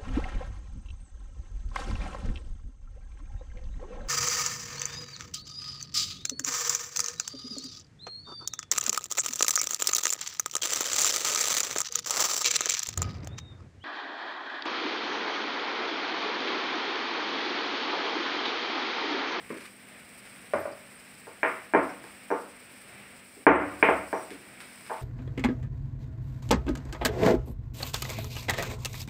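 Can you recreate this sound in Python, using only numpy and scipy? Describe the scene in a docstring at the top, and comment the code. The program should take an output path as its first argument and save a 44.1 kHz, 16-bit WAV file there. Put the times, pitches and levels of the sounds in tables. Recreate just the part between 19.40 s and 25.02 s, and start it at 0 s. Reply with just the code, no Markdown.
"""Pestle and mortar in a kitchen

A stone pestle pounds moist spices in a stone mortar on the floor of a small, hard-walled kitchen.
A vessel is set down first; then come tentative knocks and two heavy blows that boom as the modes of
mortar, floor and room ring. Grit ticks, bangles tinkle and cloth rustles. A pan sizzles faintly over
burner noise and a low hum; a limiter ducks the sound under the hardest blow."""
import sys
import numpy as np
from scipy import signal
from scipy.fft import rfft, irfft
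from scipy.io import wavfile
from scipy.ndimage import uniform_filter1d, minimum_filter1d

SR = 44100
rng = np.random.default_rng(int(sys.argv[2]) if len(sys.argv) > 2 else 0)


def put_to_file(sound):
    """Save the sound as 16-bit audio at rate SR, in the file named by the first command-line argument."""
    columns = np.atleast_2d(sound).T  # one column per channel
    safe = np.clip(columns, -1, 1)
    whole_steps = np.round(safe * 32767)
    wavfile.write(sys.argv[1], SR, whole_steps.astype(np.int16))


N = 247652
TIME = np.arange(N) / SR
RING_TIME = TIME[:SR]

# spectrum of a knock cushioned by paste: f/Hz, gain/dB
KNOCK_SPECTRUM = [(40, -33), (70, -14), (110, -11.5), (200, -4.5), (290, 1.5), (600, 1.5), (900, 0.5),
                  (1250, 1), (1700, -1), (2300, 2), (2750, -5.5), (3400, -14.5), (4300, -25), (9000, -56)]
# spectrum of ticks and rustle: f/Hz, gain/dB
TICK_SPECTRUM = [(200, -42), (1000, 2), (2200, 7), (3300, -2.5), (5200, -5), (6500, -15.5), (9000, -3.5),
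                 (15000, -28)]


def pestle(ring_db, variation_db, room_db, build_s):
    """Impact excitation: each spot struck on the bowl drives mortar and room a little differently."""
    # mortar, floor and room ringing together: f/Hz, energy/dB, T60/s
    mortar_modes = [(69.8, 1.5, 0.59), (198.6, -15, 0.66), (276.7, -5.5, 0.24), (294, -14.5, 0.63),
                    (344, -22.5, 0.77), (400, -5.5, 0.16), (453, -5, 0.25), (481.2, -8, 0.4),
                    (562, -13.5, 0.55), (638.4, -3, 0.34), (737, -17, 0.62), (810, -5.5, 0.13),
                    (887, -5, 0.35), (891, -6.5, 0.23), (971, -7, 0.31), (1069, -7.5, 0.41),
                    (1480, -8, 0.19), (1630, -7.5, 0.26), (1850, -3, 0.13), (2096, -10, 0.39),
                    (2377, -34, 0.55), (2497, -8.5, 0.35)]
    # the stone itself, damped by hand and paste: f/Hz, energy/dB, T60/s
    stone_modes = [(293, -10, 0.011), (629, -7.5, 0.031), (920, -10, 0.011), (1614, -8, 0.0054),
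                   (2280, -7.5, 0.011)]
    out, variation = np.zeros(N), from_db(variation_db)
    common_room = kitchen(room_db, build_s)
    boom = from_db(ring_db) * ringing(mortar_modes)
    stone = ringing(stone_modes, scatter=0)
    for onset, force_db, low_hz, high_hz, spot_hz in contacts():
        room = (common_room + variation * kitchen(room_db, build_s)) / np.hypot(1, variation)
        stone_db = -.7 + 2.5 * np.log2(high_hz / 1500)  # harder contacts ring more
        response = wall(room, echo_db=-8.5) + boom + from_db(stone_db) * stone
        response = bowl_resonance(response, spot_hz, boost_db=5.0, q=4.7)
        add(out, onset, from_db(force_db) * strike(response, low_hz, high_hz))
    return from_db(-2) * colour(out, KNOCK_SPECTRUM)


def contacts(cushion_octaves_per_s=13, fall_octaves_per_s=30):
    """Double impact: a stroke that lands on the bowl's side slips down and seats, lower and duller."""
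    # t/s, force/dB, bass roll-off/Hz, treble roll-off/Hz, pitch of the spot struck/Hz,
    # slip/s (0: straight to the bottom), seating force over the first contact/dB
    strokes = [(1.87, -14, 260, 1400, 490, 0, 0), (2.0312, 5.7, 310, 2600, 1850, .0185, -2.6),
               (2.3368, 9.3, 190, 1680, 345, .012, 4.3), (2.640, -17, 270, 2000, 330, 0, 0),
               (2.904, 0, 230, 1380, 560, .01, 5.6), (3.967, -15, 150, 450, 303, 0, 0),
               (4.0669, 29.5, 100, 1700, 305, 0, 0), (4.4271, 12.6, 117, 2780, 2380, .06, -1),
               (4.729, 3.5, 175, 1450, 700, 0, 0), (4.909, -4, 100, 380, 300, 0, 0),
               (5.4979, -5, 600, 1200, 1000, .008, 6.6)]
    for onset, force_db, low_hz, high_hz, spot_hz, slip_s, seat_db in strokes:
        yield onset, force_db, low_hz, high_hz, spot_hz
        if slip_s > 0:
            cushion = 2 ** (-cushion_octaves_per_s * slip_s)  # deeper in the paste
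            fall = 2 ** (-fall_octaves_per_s * slip_s)  # nearer the thick bottom
            yield onset + slip_s, force_db + seat_db, low_hz * cushion, high_hz * cushion, spot_hz * fall


def strike(response, low_hz, high_hz):
    """Contact filtering: a soft impact loses treble; a glancing one barely drives the floor's bass."""
    softened = signal.sosfilt(signal.butter(3, high_hz, fs=SR, output="sos"), response)
    return signal.sosfilt(signal.butter(2, low_hz, "high", fs=SR, output="sos"), softened)


def bowl_resonance(x, hz, boost_db, q):
    """Resonance lifts a broad band around the pitch of the spot struck."""
    return x + (from_db(boost_db) - 1) * signal.lfilter(*signal.iirpeak(hz, q, fs=SR), x)


def ringing(modes, scatter=1):
    """Superposition of damped modes; waves arriving by way of the room have scattered phases."""
    out = 0
    for hz, energy_db, t60 in modes:
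        wave = np.cos(2 * np.pi * (hz * RING_TIME + scatter * rng.random()))
        attack = 1 - np.exp(-2 * RING_TIME * hz)
        decay = np.exp(-np.log(1000) * RING_TIME / t60)
        out = out + from_db(energy_db) * unit_energy(wave * attack * decay)
    return out


def kitchen(room_db, build_s):
    """Room impulse response: direct sound, early reflections and a diffuse tail dying band by band."""
    # reverberation time: f/Hz, T60/s
    decay_times = [(60, 1), (160, 0.45), (420, 0.39), (1100, .44), (3000, 0.5)]
    # reflections from nearby surfaces: delay/s, level/dB
    reflections = [(.0042, -4), (.0068, -8.5)]
    hz = np.fft.rfftfreq(SR, 1 / SR)
    white, tail = rfft(rng.standard_normal(SR)), 0
    build_up = 1 - np.exp(-(RING_TIME / build_s) ** 2)
    edges_hz = np.geomspace(40, 16000, 25)
    for low, high in zip(edges_hz, edges_hz[1:]):
        band = irfft(white * ((hz >= low) & (hz < high)), SR)
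        decay = np.exp(-np.log(1000) * RING_TIME / at_hz(decay_times, np.sqrt(low * high)))
        tail = tail + unit_energy(band * decay * build_up) * np.sqrt(2 * (high - low) / SR)
    response = from_db(room_db) * tail
    response[0] += 1
    for delay_s, echo_db in reflections:
        response[round(delay_s * SR)] += from_db(echo_db)
    return response


def wall(x, echo_db, delay_s=.01075):
    """Comb filtering: one reflection off a bare wall interferes with the sound and makes it hollow."""
    gain, lag = from_db(echo_db), round(delay_s * SR)
    delayed = np.pad(x, (lag, 0))[:len(x)]
    return (x + gain * delayed) / np.hypot(1, gain)


def vessel(room, ring_gain_db):
    """Free vibration: a vessel, shifted and set down, rings with a hollow knock and a rebound."""
    # t/s, force/dB, bass roll-off/Hz, treble roll-off/Hz, relative ring level/dB
    bumps = [(0.1025, 6.5, 160, 378, -44), (0.104, -7.5, 760, 2540, -32), (1.1358, 6.7, 60, 1500, -2.7),
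             (1.2545, -3.8, 80, 1400, -1.5)]
    # ring of the vessel: f/Hz, energy/dB, T60/s
    modes = [(88.9, -1.5, 0.69), (125, -12, 0.68), (598, 2.5, 0.1), (565, -1.5, 0.43), (615, -5.5, .48),
             (654, -1.5, 0.4), (1450, -7, 0.11)]
    out = np.zeros(N)
    for onset, force_db, low_hz, high_hz, ring_db in bumps:
        response = room + from_db(ring_db + ring_gain_db) * ringing(modes, scatter=0)
        add(out, onset, from_db(force_db) * strike(response, low_hz, high_hz))
    return colour(out, KNOCK_SPECTRUM)


def ticks(room):
    """Impulse excitation: light, hard touches of grit and stone, and the bright first contact of the vessel as
    it is set down, each sound the room's response."""
    # t/s, relative level/dB
    touches = [(0.8543, -22), (0.962, -25), (1.1358, -19), (2.641, -23), (4.906, -16.5), (5.2046, -16),
               (5.465, -21)]
    out = np.zeros(N)
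    for onset, level_db in touches:
        add(out, onset, from_db(level_db) * room)
    return colour(out, TICK_SPECTRUM)


def bangles():
    """Beating: close, high modes of the bangles on the wrist ring faintly as the arm stops."""
    # t/s, peak level/dB
    tinkles = [(2.91, -55), (4.07, -47), (4.738, -53), (4.775, -52)]
    # ring of the bangles: f/Hz, energy/dB, T60/s
    modes = [(5740, 0, .3), (5810, -4, .25), (7010, -13, .2)]
    out = np.zeros(N)
    for onset, peak_db in tinkles:
        ring = ringing(modes)
        add(out, onset, from_db(peak_db) * ring / np.abs(ring).max())
    return out


def cloth(grain_db):
    """Friction noise: cloth rustles unevenly as the cook moves, swelling until the move stops."""
    # t/s, duration/s, level at full swell/dB
    moves = [(.05, .19, -47.5), (1.64, .09, -57), (5.15, .4, -57)]
    envelope = sum(from_db(level_db) * swell(onset, length_s, attack_s=length_s, release_s=.07)
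                   for onset, length_s, level_db in moves)
    grain = from_db(grain_db * drift(200))
    return envelope * grain * rms_one(colour(rng.standard_normal(N), TICK_SPECTRUM))


def pan(level_db, pops_per_s, pop_db, flicker_db):
    """Vaporisation: steam hisses and oil pops; the sizzle flares when moisture meets the hot oil."""
    # spectrum of the sizzle: f/Hz, relative level/dB
    spectrum = [(2500, -26.5), (3900, -12), (5200, -3.5), (6000, -12), (6600, -16.5), (7500, -6.5),
                (8400, 4), (9300, -3), (10800, -11), (12100, -20.5), (13500, -9), (15500, -10)]
    # t/s, duration/s, rise/dB
    flares = [(1.14, .1, 1.5), (2.0, .15, 1.8), (4.15, .68, 3), (5.17, .4, 1.8)]
    pops = (rng.random(N) < pops_per_s / SR) * rng.standard_normal(N)
    hiss = rng.standard_normal(N) * from_db(flicker_db * drift(60))
    sizzle = rms_one(colour(hiss + from_db(pop_db) * pops, spectrum))
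    flare_db = sum(rise_db * swell(onset, length_s, attack_s=.07, release_s=.1)
                   for onset, length_s, rise_db in flares)
    sway_db = .3 * drift(2.5)
    return from_db(level_db + sway_db + flare_db) * sizzle


def spits(filter_width_hz):
    """Narrow-band noise: steam squeezes out of a droplet in the oil with a short, pitched hiss."""
    # t/s, f/Hz, peak level/dB
    droplets = [(1.19, 13400, -46.5), (1.31, 4850, -50), (1.545, 8800, -47), (2.485, 5400, -51),
                (4.145, 8300, -40), (4.82, 8400, -43)]
    out = np.zeros(N)
    for onset, hz, peak_db in droplets:
        puff = rng.standard_normal(N) * swell(onset, length_s=.013, attack_s=.013, release_s=.025)
        b, a = signal.iirpeak(hz, hz / filter_width_hz, fs=SR)
        hiss = signal.lfilter(b, a, signal.lfilter(b, a, puff + 1e-18) + 1e-18)
        out += from_db(peak_db) * hiss / np.abs(hiss).max()
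    return out


def background(air_db, waver_db, wander_rad):
    """Broadband noise of air and burner, with a low hum modulated at random in level and phase."""
    # air and burner noise: f/Hz, relative level/dB
    spectrum = [(25, -40), (45, -10), (62, -7.5), (130, -1), (170, -1.5), (280, -2), (430, -4.5), (650, -4),
                (950, -8.5), (1500, -4.5), (2350, -1), (3100, -10), (4200, -16), (7000, -59)]
    # tones of the hum: f/Hz, rms level/dB
    tones = [(199.2, -64), (249, -64.5)]
    out = from_db(air_db + 1.2 * drift(5.6)) * rms_one(colour(rng.standard_normal(N), spectrum))
    for hz, level_db in tones:
        amplitude = np.sqrt(2) * from_db(level_db + waver_db * drift(3))
        out += amplitude * np.sin(2 * np.pi * hz * TIME + wander_rad * drift(6))
    return out


def from_db(db):
    """Amplitude ratio of a level in decibels."""
    return 10 ** (np.asarray(db) / 20)


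def rms_one(x):
    """Normalisation to an rms of 1."""
    return x / np.sqrt(np.mean(x ** 2) + 1e-20)


def unit_energy(x):
    """Normalisation to the energy of a unit impulse."""
    return x / np.sqrt(np.sum(x ** 2) + 1e-20)


def at_hz(points, hz):
    """Interpolation of a table on a log-frequency axis."""
    known_hz, values = np.transpose(points)
    return np.interp(np.log(np.maximum(hz, 1)), np.log(known_hz), values)


def colour(x, spectrum, size=8192):
    """Minimum-phase filtering: folding the cepstrum gives a causal filter with the given spectrum."""
    gain = from_db(at_hz(spectrum, np.fft.rfftfreq(size, 1 / SR)))
    cepstrum = irfft(np.log(gain))
    cepstrum[1:size // 2] *= 2
    cepstrum[size // 2 + 1:] = 0
    response = irfft(np.exp(rfft(cepstrum)))
    return signal.fftconvolve(x, response)[:len(x)]


def drift(knots_per_s):
    """Random modulation with an rms of 1, linear between knots."""
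    knots = rng.standard_normal(4096)
    return rms_one(np.interp(TIME * knots_per_s, np.arange(len(knots)), knots))


def swell(onset, length_s, attack_s, release_s):
    """Trapezoidal envelope from 0 to 1; the release begins length_s after the onset."""
    rise = (TIME - onset) / attack_s
    fall = 1 - (TIME - onset - length_s) / release_s
    return np.clip(np.minimum(rise, fall), 0, 1)


def add(track, onset, sound):
    """Superposition of a sound on the track, from an onset in seconds."""
    start = round(onset * SR)
    track[start:start + len(sound)] += sound[:N - start]


def scene():
    """Superposition: the pressures of all sources in the kitchen add in one channel."""
    pounding = pestle(ring_db=-6.5, variation_db=-3, room_db=9.3, build_s=0.0039)
    bumps = vessel(kitchen(room_db=8, build_s=0.00079), ring_gain_db=-4)
    handling = ticks(kitchen(room_db=4.5, build_s=0.0047)) + bangles() + cloth(grain_db=4.0)
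    sizzle = wall(pan(level_db=-55.8, pops_per_s=23, pop_db=17, flicker_db=1.3), echo_db=-15)
    ambience = background(air_db=-52, waver_db=1.5, wander_rad=0.74)
    return (pounding + bumps + handling + sizzle + spits(filter_width_hz=600) + ambience)[None]


def record(dry, limit_db=-1.2, look_ahead_s=.018, release_db_per_s=34.5, cutoff_hz=15600):
    """Peak limiting: the gain falls ahead of a peak and recovers slowly; a steep low-pass follows."""
    excess_db = np.maximum(20 * np.log10(np.abs(dry[0]) + 1e-9) - limit_db, 0)
    ahead = round(look_ahead_s * SR)
    held_db = -minimum_filter1d(-excess_db, 2 * ahead)
    release_db = release_db_per_s * TIME
    duck_db = np.maximum.accumulate(held_db + release_db) - release_db
    limited = dry * from_db(-uniform_filter1d(duck_db, ahead))
    return signal.sosfilt(signal.ellip(12, .1, 80, cutoff_hz, fs=SR, output="sos"), limited)


dry = scene()
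out = record(dry)
put_to_file(out)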